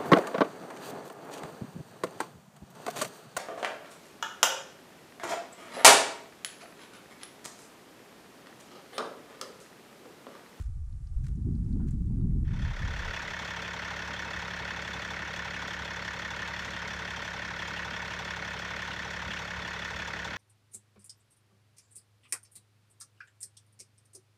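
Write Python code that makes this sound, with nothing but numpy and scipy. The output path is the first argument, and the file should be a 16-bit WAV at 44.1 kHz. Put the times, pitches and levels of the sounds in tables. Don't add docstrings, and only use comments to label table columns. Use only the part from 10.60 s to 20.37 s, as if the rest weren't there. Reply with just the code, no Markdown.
import sys
import numpy as np
from scipy import signal
from scipy.fft import rfft, irfft
from scipy.io import wavfile
from scipy.ndimage import uniform_filter1d

SR = 44100
rng = np.random.default_rng(int(sys.argv[2]) if len(sys.argv) > 2 else 0)


def waveform_to_disk(signal):
    frames = np.transpose(np.atleast_2d(signal))
    scaled = np.clip(frames, -1, 1) * 32767
    samples = np.round(scaled).astype(np.int16)
    wavfile.write(sys.argv[1], SR, samples)


N = 430857
TIME = np.arange(N) / SR
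ENGINE_FADE_START_S = 1.837


def undb(db):
    return 10 ** (np.asarray(db) / 20)


def level(x, db):
    return x * undb(db) / np.sqrt(np.mean(x ** 2))


def curve(rows):
    rows = np.array(rows)
    return np.interp(TIME, rows[:, 0], rows[:, 1])


def smooth(x, first, second):
    return uniform_filter1d(uniform_filter1d(x, first), second)


def walk(rate_hz):
    k = int(SR / rate_hz)
    held = np.repeat(rng.standard_normal(N // k + 1), k)
    return level(smooth(held, k, k)[:N], 0)


def colour(x, spectrum, size=8192):
    hz, db = np.transpose(spectrum)
    bins_hz = np.maximum(np.fft.rfftfreq(size, 1 / SR), 1)
    outline_db = np.interp(np.log(bins_hz), np.log(hz), db)
    cepstrum = irfft(np.log(undb(outline_db)))
    cepstrum[1:size // 2] *= 2
    cepstrum[size // 2 + 1:] = 0
    impulse = irfft(np.exp(rfft(cepstrum)))
    return signal.fftconvolve(x, impulse)[:N]


def ring(x, hz, width_hz):
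    return signal.lfilter(*signal.iirpeak(hz, hz / width_hz, fs=SR), x)


def add(track, start_s, sound):
    i = int(np.clip(start_s * SR, 0, N))
    track[i:i + len(sound)] += sound[:N - i]


def engine(count=6):
    first_firing_s, drone_lead_s = .0458, .00199
    # (time [s], firings per second [Hz])
    firing_rate = [(0, 35), (8.3, 35), (9.8, 35.08)]
    start_hz = firing_rate[0][1]
    fired = np.cumsum(curve(firing_rate)) / SR - first_firing_s * start_hz + .005 * walk(5)
    times = np.interp(np.arange(int(fired[-1]) + 1), fired, TIME)
    firings = [times[k::count] for k in range(count)]
    turns = (fired + drone_lead_s * start_hz) / (count / 2)
    # (frequency [Hz], relative density [dB])
    fan_spectrum = [(150, -18), (400, 3.5), (2500, -4.5), (6500, -11.5), (7500, -18.5), (10000, -38),
                    (13500, -28), (15000, -45)]
    fan = colour(rng.standard_normal(N), fan_spectrum)
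    sound = (impacts(firings)
             + combustion_knocks(firings)
             + pings(firings)
             + level(drone(turns), -46)
             + level(fan, -54.5)
             + throbs())
    fade = np.clip((TIME - ENGINE_FADE_START_S) / .68, 0, 1) ** .82
    return sound * undb(-.5) * fade


def impacts(firings):
    # (relative clatter [dB], relative injector tick [dB])
    cylinder_levels = [(1.94, 6), (1.5, 0), (1.84, 4.5), (2, 3.5), (2, 4.5), (1.5, 1.5)]
    # (frequency [Hz], relative density [dB])
    clatter_spectrum = [(180, -21), (350, -13.5), (550, -10.5), (750, -8.5), (950, -4.5), (1250, -4.5),
                        (1900, -2), (2400, -7), (3500, -15), (4000, -16.5), (6300, -25), (7500, -54),
                        (10000, -65), (15500, -66)]
    injector_spectrum = [(1500, -14), (2600, 1), (3500, 6.5), (4000, -3.5), (6300, -1), (7400, -13),
                         (8500, -14.5), (10000, -27), (13300, -19.5), (14700, -31)]
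    thump_spectrum = [(25, -31), (45, -10), (60, 9.5), (110, 2), (165, 7.5), (215, 10.5), (260, 6.5),
                      (330, 5.5), (380, -2), (520, -5.5), (800, -17), (1500, -52)]
    clatter_db, injector_db = np.transpose(cylinder_levels)
    clatter = blows(firings, clatter_db, delay_s=-.0003, rise_s=.0051, decay_s=.027,
                    repeat=.68, scatter_db=.67)
    ticks = blows(firings, injector_db, delay_s=0, rise_s=.00099, decay_s=.018,
                  repeat=.91, scatter_db=1.8)
    thumps = blows(firings, clatter_db, delay_s=.00633, rise_s=.0094, decay_s=.021,
                   repeat=.37, scatter_db=2.5)
    loose = blows(firings[1::2], clatter_db[1::2], delay_s=.008, rise_s=.0036, decay_s=.015,
                  repeat=.15, scatter_db=4)
    loose = ring(ring(loose, 2670, 1300), 2670, 1300)
    struck = level(colour(clatter, clatter_spectrum), -42.5) + level(colour(ticks, injector_spectrum), -52)
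    return iron(struck) + level(colour(thumps, thump_spectrum), -53.5) + level(loose, -53)


def blows(firings, cylinder_db, delay_s, rise_s, decay_s, repeat, scatter_db, blur_hz=2700, size=6000):
    t = np.arange(size) / SR
    shape = (1 - np.exp(-(t / rise_s) ** 2)) * np.exp(-t / decay_s)
    share = repeat / (1 + (np.fft.rfftfreq(size, 1 / SR) / blur_hz) ** 4)
    out = np.zeros(N)
    for times, db in zip(firings, cylinder_db):
        signature = np.sqrt(share) * rfft(rng.standard_normal(size))
        for s in times:
            fresh = np.sqrt(1 - share) * rfft(rng.standard_normal(size))
            gain = undb(db + scatter_db * rng.standard_normal())
            add(out, s + delay_s, shape * irfft(signature + fresh) * gain)
    return out


def iron(x):
    # (frequency [Hz], width [Hz], lift [dB])
    resonances = [(435, 42, 6), (559, 155, 2), (934, 32, 6.5), (1292, 40, 3), (1476, 47, 9),
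                  (1778, 47, 5.5), (1890, 150, 2.5), (2207, 21, 8), (2577, 58, 6.5), (3188, 6.8, 13.5),
                  (3482, 33, 10), (4082, 15, 9), (4400, 46, 8.5), (5210, 79, 5.5), (5490, 41, 7),
                  (5880, 24, 9.5), (7000, 160, 9.5), (7940, 150, 5.5)]
    for hz, width_hz, db in resonances:
        x = x + (undb(db) - 1) * ring(x, hz, width_hz)
    return x


def combustion_knocks(firings):
    # (cylinder, delay after firing [s], ring [Hz], relative peak [dB], swell [s])
    knock_rows = [(0, .003, 1660, -36, .001), (0, .0035, 970, -47, 0.0032), (0, .005, 1280, -38.5, 0.0014),
                  (0, 0, 1750, -31.5, 0.001), (0, .0058, 592, -43, .0024), (0, .0112, 1015, -39, 0.0017),
                  (0, .013, 847, -40, 0.0029), (0, .0185, 1970, -45, 0.0027), (0, .0195, 870, -43, 0.0028),
                  (0, 0.025, 615, -48, 0.0027), (0, 0, 445.7, -53.5, 0.014), (1, .003, 1442, -34, 0.0016),
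                  (1, .0045, 1900, -37, 0.0017), (1, .0075, 1520, -40, 0.0016),
                  (1, .0083, 1080, -43.5, 0.0021), (1, .01, 2070, -33.5, .0013),
                  (1, .015, 1033, -38, 0.0019), (1, .018, 556, -49.5, 0.0038),
                  (1, .003, 446.6, -49.5, 0.0098), (2, 0.00015, 1490, -39.5, 0.0025),
                  (2, .0045, 1910, -32, 0.0024), (2, .0064, 1410, -34.5, 0.0019),
                  (2, .0094, 588, -42, 0.0017), (2, .012, 718, -45.5, 0.003), (2, .019, 1725, -45, 0.0028),
                  (3, 0.0013, 1190, -45, 0.001), (3, .003, 1796, -31, 0.0015),
                  (3, .007, 540, -45.5, 0.0031), (3, 0.0061, 976, -46.5, 0.0012),
                  (3, .011, 910, -40.5, 0.0032), (3, .0125, 685, -48.5, 0.0016),
                  (4, .0034, 923, -40.5, 0.0015), (4, .0038, 1716, -30.5, 0.0014),
                  (4, .006, 1215, -36.5, 0.0013), (4, 0.027, 2080, -43, 0.0006),
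                  (4, .012, 1856, -33.5, 0.0018), (4, .014, 588, -41, 0.0026),
                  (5, .004, 1360, -47.5, 0.00098), (5, 0.0037, 1540, -37, 0.0019),
                  (5, 0.015, 1810, -32.5, 0.0016)]
    return undb(.84) * swelling_tones(firings, knock_rows, detune=.019, scatter_db=1, jitter_s=.00004)


def pings(firings):
    # (cylinder, delay after firing [s], ring [Hz], relative peak [dB], swell [s])
    ping_rows = [(0, .0013, 3910, -47, 0.0014), (0, .0017, 5960, -50.5, 0.004),
                 (0, .0055, 3430, -47.5, 0.0038), (1, .003, 3770, -49, 0.0045), (1, .003, 5580, -51, .003),
                 (2, .002, 4404, -47.5, 0.0043), (2, .0024, 5310, -53, 0.0033),
                 (2, .004, 3290, -51, 0.0035), (3, .002, 4940, -63, 0.0015), (3, .002, 6470, -60, 0.0023),
                 (3, .0036, 3353, -41, 0.0038), (3, 0.00153, 2720, -41.5, .0012),
                 (4, .0025, 2974, -41.5, 0.0018), (4, .0022, 5900, -47, 0.00093),
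                 (4, .004, 4478, -50, 0.0031), (4, .0045, 5600, -47.5, 0.0025),
                 (4, .0048, 3420, -41, 0.0017), (5, .002, 5370, -54, 0.0026), (5, .003, 6640, -54, 0.0033)]
    return undb(.56) * swelling_tones(firings, ping_rows, detune=.01, scatter_db=2.2, jitter_s=.0002)


def swelling_tones(firings, rows, detune, scatter_db, jitter_s, size=4000):
    out = np.zeros(N)
    t = np.arange(size) / SR
    for cylinder, delay_s, hz, db, swell_s in rows:
        times = firings[int(cylinder)]
        shape = (t / swell_s * np.exp(1 - t / swell_s)) ** 2
        for s, (pitch, late, strength) in zip(times, rng.standard_normal((len(times), 3))):
            tone = np.sin(2 * np.pi * hz * np.exp(detune * pitch) * t)
            add(out, s + delay_s + jitter_s * late, shape * tone * undb(db + scatter_db * strength))
    return out


def drone(turns, waver_db=.43, firings_per_turn=3):
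    # (cycles per crank turn, relative level [dB])
    orders = [(3, -14), (5, -18), (6, 1.5), (9, -2.5), (10, -7.5), (11, -6.5), (11.5, -8), (12, -12.5),
              (13, -12), (15, 2), (18, -10.5), (18.5, -8), (21, -20), (27, -14), (48, -9), (51, -10),
              (55, -12), (60, -14), (80, -8.5)]
    wavers = [undb(waver_db * walk(rate_hz)) for rate_hz in (6, 9, 12)]
    out = np.zeros(N)
    for k, (order, db) in enumerate(orders):
        half_orders = round(2 * order)
        off_firing = half_orders % (2 * firings_per_turn) > 0
        phase_turns = half_orders / 2 * turns + rng.random() * off_firing
        out += undb(db) * wavers[k % len(wavers)] * np.sin(2 * np.pi * phase_turns)
    return out


def throbs(hz=76, length_s=.046):
    # (middle time [s], relative level [dB])
    beats = [(3.244, -49), (3.786, -42), (5.215, -44), (6.358, -48), (6.529, -50), (8.672, -42),
             (8.986, -44), (9.357, -42)]
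    out = np.zeros(N)
    t = np.arange(int(length_s * SR)) / SR - length_s / 2
    for s, db in beats:
        add(out, s - length_s / 2, undb(db) * np.hanning(len(t)) * np.sin(2 * np.pi * hz * t))
    return out


def wind(steepness=10, small_eddies_db=-11, buffet_db=1.17, buffet_rate_hz=40, edge_wander=.18):
    # (frequency [Hz], relative density [dB])
    eddy_spectrum = [(20, -35.5), (40, -8.5), (55, 2), (100, -0.5), (170, -4.5), (300, -6), (410, -9.5),
                     (540, -25.5), (900, -15), (1600, -31), (2500, -37)]
    deep_spectrum = [(8, -23.5), (20, -0.5), (32, 0.5), (48, -2), (70, -20.5), (150, -58), (300, -91)]
    # (time [s], relative level [dB])
    eddy_gusts = [(0, -28), (.04, -44), (.09, -34.5), (.135, -41), (.17, -36), (.24, -38.5), (.28, -46),
                  (.33, -36), (.39, -41), (.44, -38), (.49, -43), (.54, -36), (.62, -34.5), (.68, -34),
                  (.71, -28.5), (.79, -36), (.84, -29.5), (.92, -28), (.96, -29.5), (1.08, -30),
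                  (1.21, -29), (1.33, -30.5), (1.5, -30.5), (1.58, -29), (1.88, -30.5), (1.97, -33.5),
                  (2.04, -28.5), (2.11, -33.5), (2.17, -54), (2.22, -31), (2.3, -32.5), (2.36, -41),
                  (2.385, -33.5), (2.43, -42.5), (2.5, -38.5)]
    deep_gusts = [(0.0, -45), (0.08, -39), (0.5, -42.5), (0.56, -29.5), (0.72, -43), (1.35, -32),
                  (1.37, -39), (1.76, -30.5), (1.77, -33), (2.31, -39.5), (2.33, -43), (2.49, -38),
                  (2.56, -57), (2.7, -52)]
    # (time [s], frequency [Hz])
    edge_rows = [(0, 80.4), (.5, 96), (.64, 135), (.8, 172), (.97, 212), (1.07, 159), (1.13, 248),
                 (1.22, 287), (1.3, 240), (1.48, 186), (1.6, 232), (1.9, 203), (2.05, 166), (2.15, 85),
                 (2.24, 168), (2.5, 120)]
    edge_hz = curve(edge_rows) * np.exp(edge_wander * walk(buffet_rate_hz))
    hz, s, bins = signal.stft(colour(rng.standard_normal(N), eddy_spectrum), SR, nperseg=2048)
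    above = hz[:, None] / np.interp(s, TIME, edge_hz)
    gain = 1 / np.sqrt(1 + above ** steepness) + undb(small_eddies_db) / (1 + above ** 2)
    eddies = signal.istft(bins * gain, SR)[1][:N]
    buffets = undb(buffet_db * walk(buffet_rate_hz))
    deep = colour(rng.standard_normal(N), deep_spectrum)
    return gusts(eddies, eddy_gusts) * buffets + gusts(deep, deep_gusts) * undb(1)


def gusts(eddies, rows, dying_db_per_s=400):
    even = eddies / np.sqrt(smooth(eddies ** 2, 2000, 1200))
    dying_db = dying_db_per_s * np.clip(TIME - rows[-1][0], 0, 1)
    return even * undb(curve(rows) - dying_db)


def steps():
    rise_s, crush_db, largest_grain_db = .0053, 4, 20
    # (frequency [Hz], relative density [dB])
    crunch_spectrum = [(600, -11), (1500, 8), (2800, -1.5), (4500, -1), (7000, 1), (10000, -5),
                       (14000, -18)]
    # (time [s], level [dB], decay [s])
    footfalls = [(0, -54.5, 0.038), (.632, -59.5, 0.042), (1.269, -57, 0.02), (1.3, -64, 0.028)]
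    grain_db = np.minimum(5.1 * rng.exponential(size=N), largest_grain_db) + crush_db * walk(250)
    grains = rng.standard_normal(N) * undb(grain_db)
    load = np.zeros(N)
    for s, db, decay_s in footfalls:
        age_s = np.maximum(TIME - s, 0)
        load += undb(db) * (1 - np.exp(-age_s / rise_s)) * np.exp(-age_s / decay_s)
    return level(colour(grains, crunch_spectrum), 0) * load


def stones_and_gust_tops(pebble_hz=4800, pebble_db=-73, pebble_decay_s=.0058, count=9):
    # (time [s], ring [Hz], level before decay [dB], decay [s])
    burst_rows = [(0.31, 555, -72, .012), (0.325, 4200, -66, .004), (0.47, 5000, -59, 0.0042),
                  (0.755, 6500, -67, .008), (0.953, 4300, -66, .004), (1.128, 4300, -63, 0.004),
                  (1.195, 810, -55, 0.017), (1.198, 1400, -67, 0.088), (1.308, 7950, -58, 0.0064),
                  (1.457, 6500, -68, .004), (1.5, 810, -64.5, 0.032), (1.608, 1300, -66, .008),
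                  (1.707, 1900, -70, .006)]
    pebbles = [(when * ENGINE_FADE_START_S, pebble_hz * 2 ** (pitch - .5), pebble_db, pebble_decay_s)
               for when, pitch in rng.random((count, 2))]
    out = np.zeros(N)
    t = TIME[:SR // 10]
    for s, hz, db, decay_s in [*burst_rows, *pebbles]:
        burst = ring(ring(rng.standard_normal(len(t)), hz, hz / 3), hz, hz / 3)
        add(out, s, level(burst, db) * np.exp(-t / decay_s))
    return out


def yard(whine_hz=1184, wander_hz=9, waver_db=1, fade_db_per_s=.5):
    # (frequency [Hz], relative density [dB])
    air_spectrum = [(290, -43), (500, -7.5), (909, -1), (1080, -15), (1190, -3), (1280, -5), (3140, -15),
                    (8860, -10.5), (10800, -16), (12500, -26), (15000, -52)]
    air = colour(rng.standard_normal(N), air_spectrum) * undb(walk(15))
    phase_turns = np.cumsum(whine_hz + wander_hz * walk(40)) / SR
    whine = np.sin(2 * np.pi * phase_turns) * undb(waver_db * walk(30))
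    return level(air, -71.5) + level(whine, -83) * undb(-fade_db_per_s * TIME)


def scene():
    return (engine() + wind() + steps() + stones_and_gust_tops() + yard())[None]


def record(dry, top_hz=15700):
    return signal.sosfilt(signal.ellip(10, .2, 80, top_hz, fs=SR, output="sos"), dry)


dry = scene()
out = record(dry)
waveform_to_disk(out)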